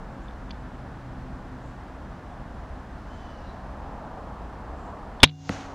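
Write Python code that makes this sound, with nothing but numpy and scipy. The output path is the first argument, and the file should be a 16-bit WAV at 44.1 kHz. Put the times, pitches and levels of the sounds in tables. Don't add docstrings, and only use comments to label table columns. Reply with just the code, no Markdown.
import sys
import numpy as np
from scipy import signal
from scipy.fft import rfft, irfft
from scipy.io import wavfile
from scipy.ndimage import uniform_filter1d

SR = 44100
rng = np.random.default_rng(int(sys.argv[2]) if len(sys.argv) > 2 else 0)


def how_loud(loudness_db):
    steps = np.asarray(loudness_db, float) / 20
    return 10 ** steps


def inscribe(sig):
    pcm = np.round(np.clip(np.atleast_2d(sig).T, -1, 1) * 32767)
    wavfile.write(sys.argv[1], SR, pcm.astype(np.int16))


N = 253134
TIME = np.arange(N) / SR


def level(x, db):
    return x * how_loud(db) / np.sqrt(np.mean(x ** 2))


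def coloured(spectrum):
    hz, db = np.transpose(spectrum)
    bins = np.maximum(np.fft.rfftfreq(N, 1 / SR), 1)
    gain = how_loud(np.interp(np.log(bins), np.log(hz), db))
    return level(irfft(rfft(rng.standard_normal(N)) * gain, N), 0)


def band(hz, width):
    bell = np.exp(-((np.fft.rfftfreq(N, 1 / SR) - hz) / width) ** 2)
    return level(irfft(rfft(rng.standard_normal(N)) * bell, N), 0)


def ring(modes, tilt_db=0., above_hz=4000.):
    t = TIME[:SR]
    fall = np.log(1000)
    out = np.zeros(SR)
    for hz, db, t60 in modes:
        size = how_loud(db + tilt_db * (hz > above_hz))
        out += size * np.sin(2 * np.pi * hz * t) * np.exp(-fall * t / t60)
    return out


def add(out, s, x):
    i = int(s * SR)
    out[i:i + len(x)] += x[:N - i]


def push(length):
    return np.hanning(max(int(length * SR), 4))


def scrape(length):
    t = TIME[:400] / length
    grit = rng.standard_normal(400) * t * np.exp(-t)
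    grit = np.convolve(grit, np.hanning(12))
    return grit / np.sqrt(np.sum(grit ** 2))


def passing(vehicles):
    power = 0
    for s, db, lag in vehicles:
        power = power + (how_loud(db) / (1 + ((TIME - s) / lag) ** 2)) ** 2
    return np.sqrt(power)


# f/Hz, level/dB per Hz
WOOD_WASH = [(12, -32.5), (20, -3.5), (60, 3), (93, -7.5), (120, -8), (158, -9.5), (198, -7.5),
             (228, -10.5), (262, -9.5), (410, -18.5), (738, -15), (1710, -23.5), (2200, -33), (6720, -48.5),
             (16000, -65)]
# f/Hz, width/Hz, level/dB
ENGINE_HUM = [(128.2, 7.3, -5), (187, 11, -15), (256.1, 2.7, -11.5)]
# closest t/s, level/dB there, (distance / speed)/s
CARS_PASSING = [
    (0.05, -47.5, 0.2),
    (2.3, -52, 0.37),
    (4.1, -41.5, 0.6),
    (4.9, -42, 0.25),
    (5.8, -37.5, 0.27),
]
# closest t/s, level/dB there, (distance / speed)/s
LORRIES_PASSING = [
    (1.2, -39, 0.8),
    (3.5, -44.5, 0.28),
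]


def background():
    hum = sum(how_loud(db) * band(hz, width) for hz, width, db in ENGINE_HUM)
    wash = level(coloured(WOOD_WASH), -37.5)
    tyres = passing(CARS_PASSING) * band(805.0, 450.0)
    return wash + tyres + passing(LORRIES_PASSING) * hum


# t/s, length/s, top f/Hz, level/dB, smear
WHISTLES = [
    (3.05, 0.49, 3090, -63.5, .6),
    (3.13, 0.2, 3440, -69, .5),
    (3.56, 0.12, 4250, -80, 1.5),
]
# t/s, length/s, f/Hz, width/Hz, level/dB
HIGH_TRILLS = [
    (.24, .06, 7000, 900, -70.5),
    (1.666, 0.14, 7180, 900, -72),
    (3.15, 0.16, 7200, 900, -73),
    (3.304, 0.71, 4500, 1510, -66.5),
    (3.485, 0.11, 3980, 220, -62),
    (4.852, 0.17, 7270, 900, -71),
]


def wildlife():
    out = np.zeros(N)
    scoop, scoop_s, sag_per_s2, overtone_db = .08, .035, .47, -12
    for s, length, hz, db, smear in WHISTLES:
        t = np.clip(TIME - s, 0, length)
        pitch = hz * (1 - scoop * np.exp(-t / scoop_s) - sag_per_s2 * t ** 2)
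        phase = 2 * np.pi * np.cumsum(pitch) / SR
        tone = np.sin(phase) + how_loud(overtone_db) * np.sin(2 * phase)
        sounding = np.sqrt(np.abs(np.sin(np.pi * t / length)))
        flutter = 1 + smear * band(0., 160.)
        out += np.sqrt(2) * how_loud(db) * sounding * flutter * tone
    for s, length, hz, width, db in HIGH_TRILLS:
        out += how_loud(db) * np.exp(-((TIME - s) / length * 2) ** 2) * band(hz, width)
    return out


# f/Hz, level/dB per Hz
TREE_COLOUR = [(120, -29.5), (200, -4.5), (416, -9.5), (777, -7.5), (1040, -15), (1350, -11), (2470, -19),
               (6280, -31), (16000, -57.5)]
# t/s, swell/s, t60/s, level/dB, brightness/dB
TREE_RETURNS = [
    (5.232, 0.015, .06, -34, 6),
    (5.24, 0.29, 0.4, -40.5, -0.5),
    (5.494, .03, 0.63, -27, -16.5),
]


def trees():
    broad, bright = 0, 0
    for s, swell, t60, db, bright_db in TREE_RETURNS:
        t = TIME - s
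        decay_db = 60 * np.maximum(t - swell, 0) / t60
        power = np.clip(t / swell, 0, 1) * how_loud(db - decay_db) ** 2
        broad = broad + power
        bright = bright + power * how_loud(2 * bright_db)
    grain = how_loud(1.1 * band(0., 150.))
    leaves = how_loud(-2) * np.sqrt(bright) * band(6300., 1100.)
    trunks = np.sqrt(broad) * coloured(TREE_COLOUR)
    twigs = how_loud(-2) * np.sqrt(bright) * band(4300.0, 2200.)
    return grain * (trunks + twigs) + leaves


def chatter(count):
    start_s, gap_s = 5.248, .0034
    start_db, fade_db_per_s, scatter_db = -17.5, -58.5, 4
    chance = rng.standard_normal((count, 2))
    t = gap_s * (np.arange(count) + 0.081 * chance[:, 0])
    db = start_db + fade_db_per_s * t + scatter_db * chance[:, 1]
    return list(zip(start_s + t, db))


# t/s, peak level/dB, brightness/dB
TRIGGER_TICKS = [(.283, -51, -5), (.309, -50, -5), (.494, -57, -6), (0.5067, -41, 7), (0.5094, -39.5, 7),
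                 (.5125, -45, 7), (0.544, -55, -10), (5.203, -35, -4), (5.2042, -37, 0),
                 (5.2056, -38.5, -6), (5.2193, -43.5, -14), (5.225, -42.5, -4)]
# f/Hz, level/dB, t60/s
LATCH_MODES = [(2480, -9.5, .012), (3490, 0.5, .018), (3540, 2.5, .022), (3920, -7, .01),
               (4250, -4.5, 0.011), (4550, -1.5, 0.013), (4993, -7.5, .01), (5700, -13, .008)]
# f/Hz, level/dB, t60/s
SEAR_MODES = [(3500, -37.5, .055), (4500, -42, .015)]
# f/Hz, level/dB, t60/s
FITTING_MODES = [(2444, -17, .02), (3097, -13, .012), (3500, 1.5, 0.013), (3880, 3, .014),
                 (4250, -7.5, 0.01), (5201, -24, .008), (6300, -24.5, .01)]
# t/s, peak level/dB
FINAL_KNOCKS = [
    (5.2954, -22),
    (5.312, -26),
]


def fittings():
    out = np.zeros(N)
    for s, db, bright_db in TRIGGER_TICKS:
        tick = signal.fftconvolve(scrape(0.00031), ring(LATCH_MODES, bright_db)[:4000])
        add(out, s, how_loud(db - 6.0) * tick)
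    add(out, 5.2035, ring(SEAR_MODES))
    for s, db in [*chatter(count=16), *FINAL_KNOCKS]:
        knock = signal.fftconvolve(scrape(0.00039), ring(FITTING_MODES)[:2000])
        add(out, s, how_loud(db - 8) * knock)
    return out


# t/s, level/dB
TIP_STRIKES = [
    (5.4932, 0),
    (5.4947, -5),
]
# f/Hz, level/dB, t60/s
FOAM_MODES = [(97.3, -13, .17), (202, -9.5, 0.078), (279, -4.5, 0.039), (467, -7, 0.021), (853, -4, 0.01)]


def target():
    out = np.zeros(N)
    tip = -signal.fftconvolve(push(0.00035), [1, *np.zeros(12), -.5, *np.zeros(14), .15])
    tip[4] -= .25
    for s, db in TIP_STRIKES:
        add(out, s, how_loud(db) * tip)
    add(out, 5.496, .25 * push(.0016))
    blow = push(.001)
    boom = signal.lfilter(*signal.butter(2, 85, "high", fs=SR), ring(FOAM_MODES))
    add(out, 5.4974, signal.fftconvolve(blow / blow.sum(), boom))
    return out


# t/s, level/dB, burst length/s, share of the deeper modes/dB
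STRING_SLAPS = [
    (5.2315, 9.5, 0.0014, -17.5),
    (5.2338, 10, .0010, -30),
    (5.2394, 5.5, 0.00085, 3),
    (5.245, -4.5, 0.00233, -3),
]
# f/Hz, level/dB, t60/s
RAIL_MODES = [(1030, -11, 0.018), (1527, -5, 0.018), (2080, -3, .012), (2444, -1, 0.022),
              (2803, 0.5, 0.019), (2935, -2.5, 0.019), (3287, 3.5, 0.025), (3500, 1, 0.024),
              (3740, -4, 0.05), (4235, -4.5, 0.027), (5096, -10.5, 0.039), (6250, -13.5, 0.012)]
# t/s, signed size
RECOIL_JOLTS = [
    (5.2291, -0.07),
    (5.2314, 0.46),
    (5.2373, -1),
]
# f/Hz, level/dB, t60/s
STOCK_MODES = [(59, -10.5, .04), (111, -4, 0.041), (253, 1, .022), (387, -9.5, .014)]
LIMB_PITCHES = [92, 151, 190, 275, 355, 490, 641, 744, 2812, 3499]
# level/dB, t60/s
LIMB_DECAYS = [(-18.5, 1.1), (-6, 0.6), (-7.5, .09), (-23, 1.6), (-31.5, 0.74), (-29.5, 0.33), (-28.5, .15),
               (-32.5, 2), (-33, 0.8), (-41.5, 1.0)]


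def crossbow():
    out = np.zeros(N)
    for s, db, length, deep_db in STRING_SLAPS:
        blow = .5 * scrape(length)
        blow[:4] += [.2, .5, .5, .2]
        rail = how_loud(deep_db) * ring(RAIL_MODES, -deep_db, 2600.)[:3000]
        add(out, s, how_loud(db - 11.5) * signal.fftconvolve(blow, rail))
        crack = band(3400, 2940)[:2000] * np.exp(-TIME[:2000] / 0.0027)
        add(out, s, how_loud(db - 11.5) * crack)
    for s, size in RECOIL_JOLTS:
        add(out, s, size * ring(STOCK_MODES)[:4000])
    ringing = ring([(hz, *mode) for hz, mode in zip(LIMB_PITCHES, LIMB_DECAYS)])
    settling = 1 - np.exp(-TIME[:len(ringing)] / .008)
    add(out, 5.24, ringing * settling)
    return out


def scene():
    mid = background() + wildlife() + fittings() + crossbow() + target() + trees()
    return np.array([mid, mid])


def ducking():
    depth_db, attack_s, hold_s, release_s = -22, .017, 0.13, 0.19
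    t = np.maximum(TIME - 5.241, 0)
    drop = 1 - np.exp(-t / attack_s)
    recovery = np.exp(-np.maximum(t - hold_s, 0) / release_s)
    return how_loud(depth_db * drop * recovery)


def low_pass(x):
    return signal.sosfilt(signal.butter(12, 16490, fs=SR, output="sos"), x)


def record(dry):
    hot = dry * ducking()
    railed = .88 * hot / (1 + np.abs(hot) ** 3) ** (1 / 3)
    railed = signal.lfilter(*signal.butter(2, 11000, fs=SR), railed)
    grit = coloured([(200, -5), (1500, -3), (3000, 6.5), (8000, -0.5), (16000, -11.5)])
    grit *= how_loud(-91.0) + how_loud(-36) * uniform_filter1d(np.abs(railed[0]), size=128)
    hiss = how_loud(-79.5) * coloured([(500, -7), (4000, 1.0), (16000, -6)])
    both = railed + hiss + np.array([grit, -grit])
    top_cut = signal.ellip(8, .2, 70, 16100, fs=SR, output="sos")
    mix = signal.sosfilt(top_cut, both)
    return low_pass(mix)


dry = scene()
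out = record(dry)
inscribe(out)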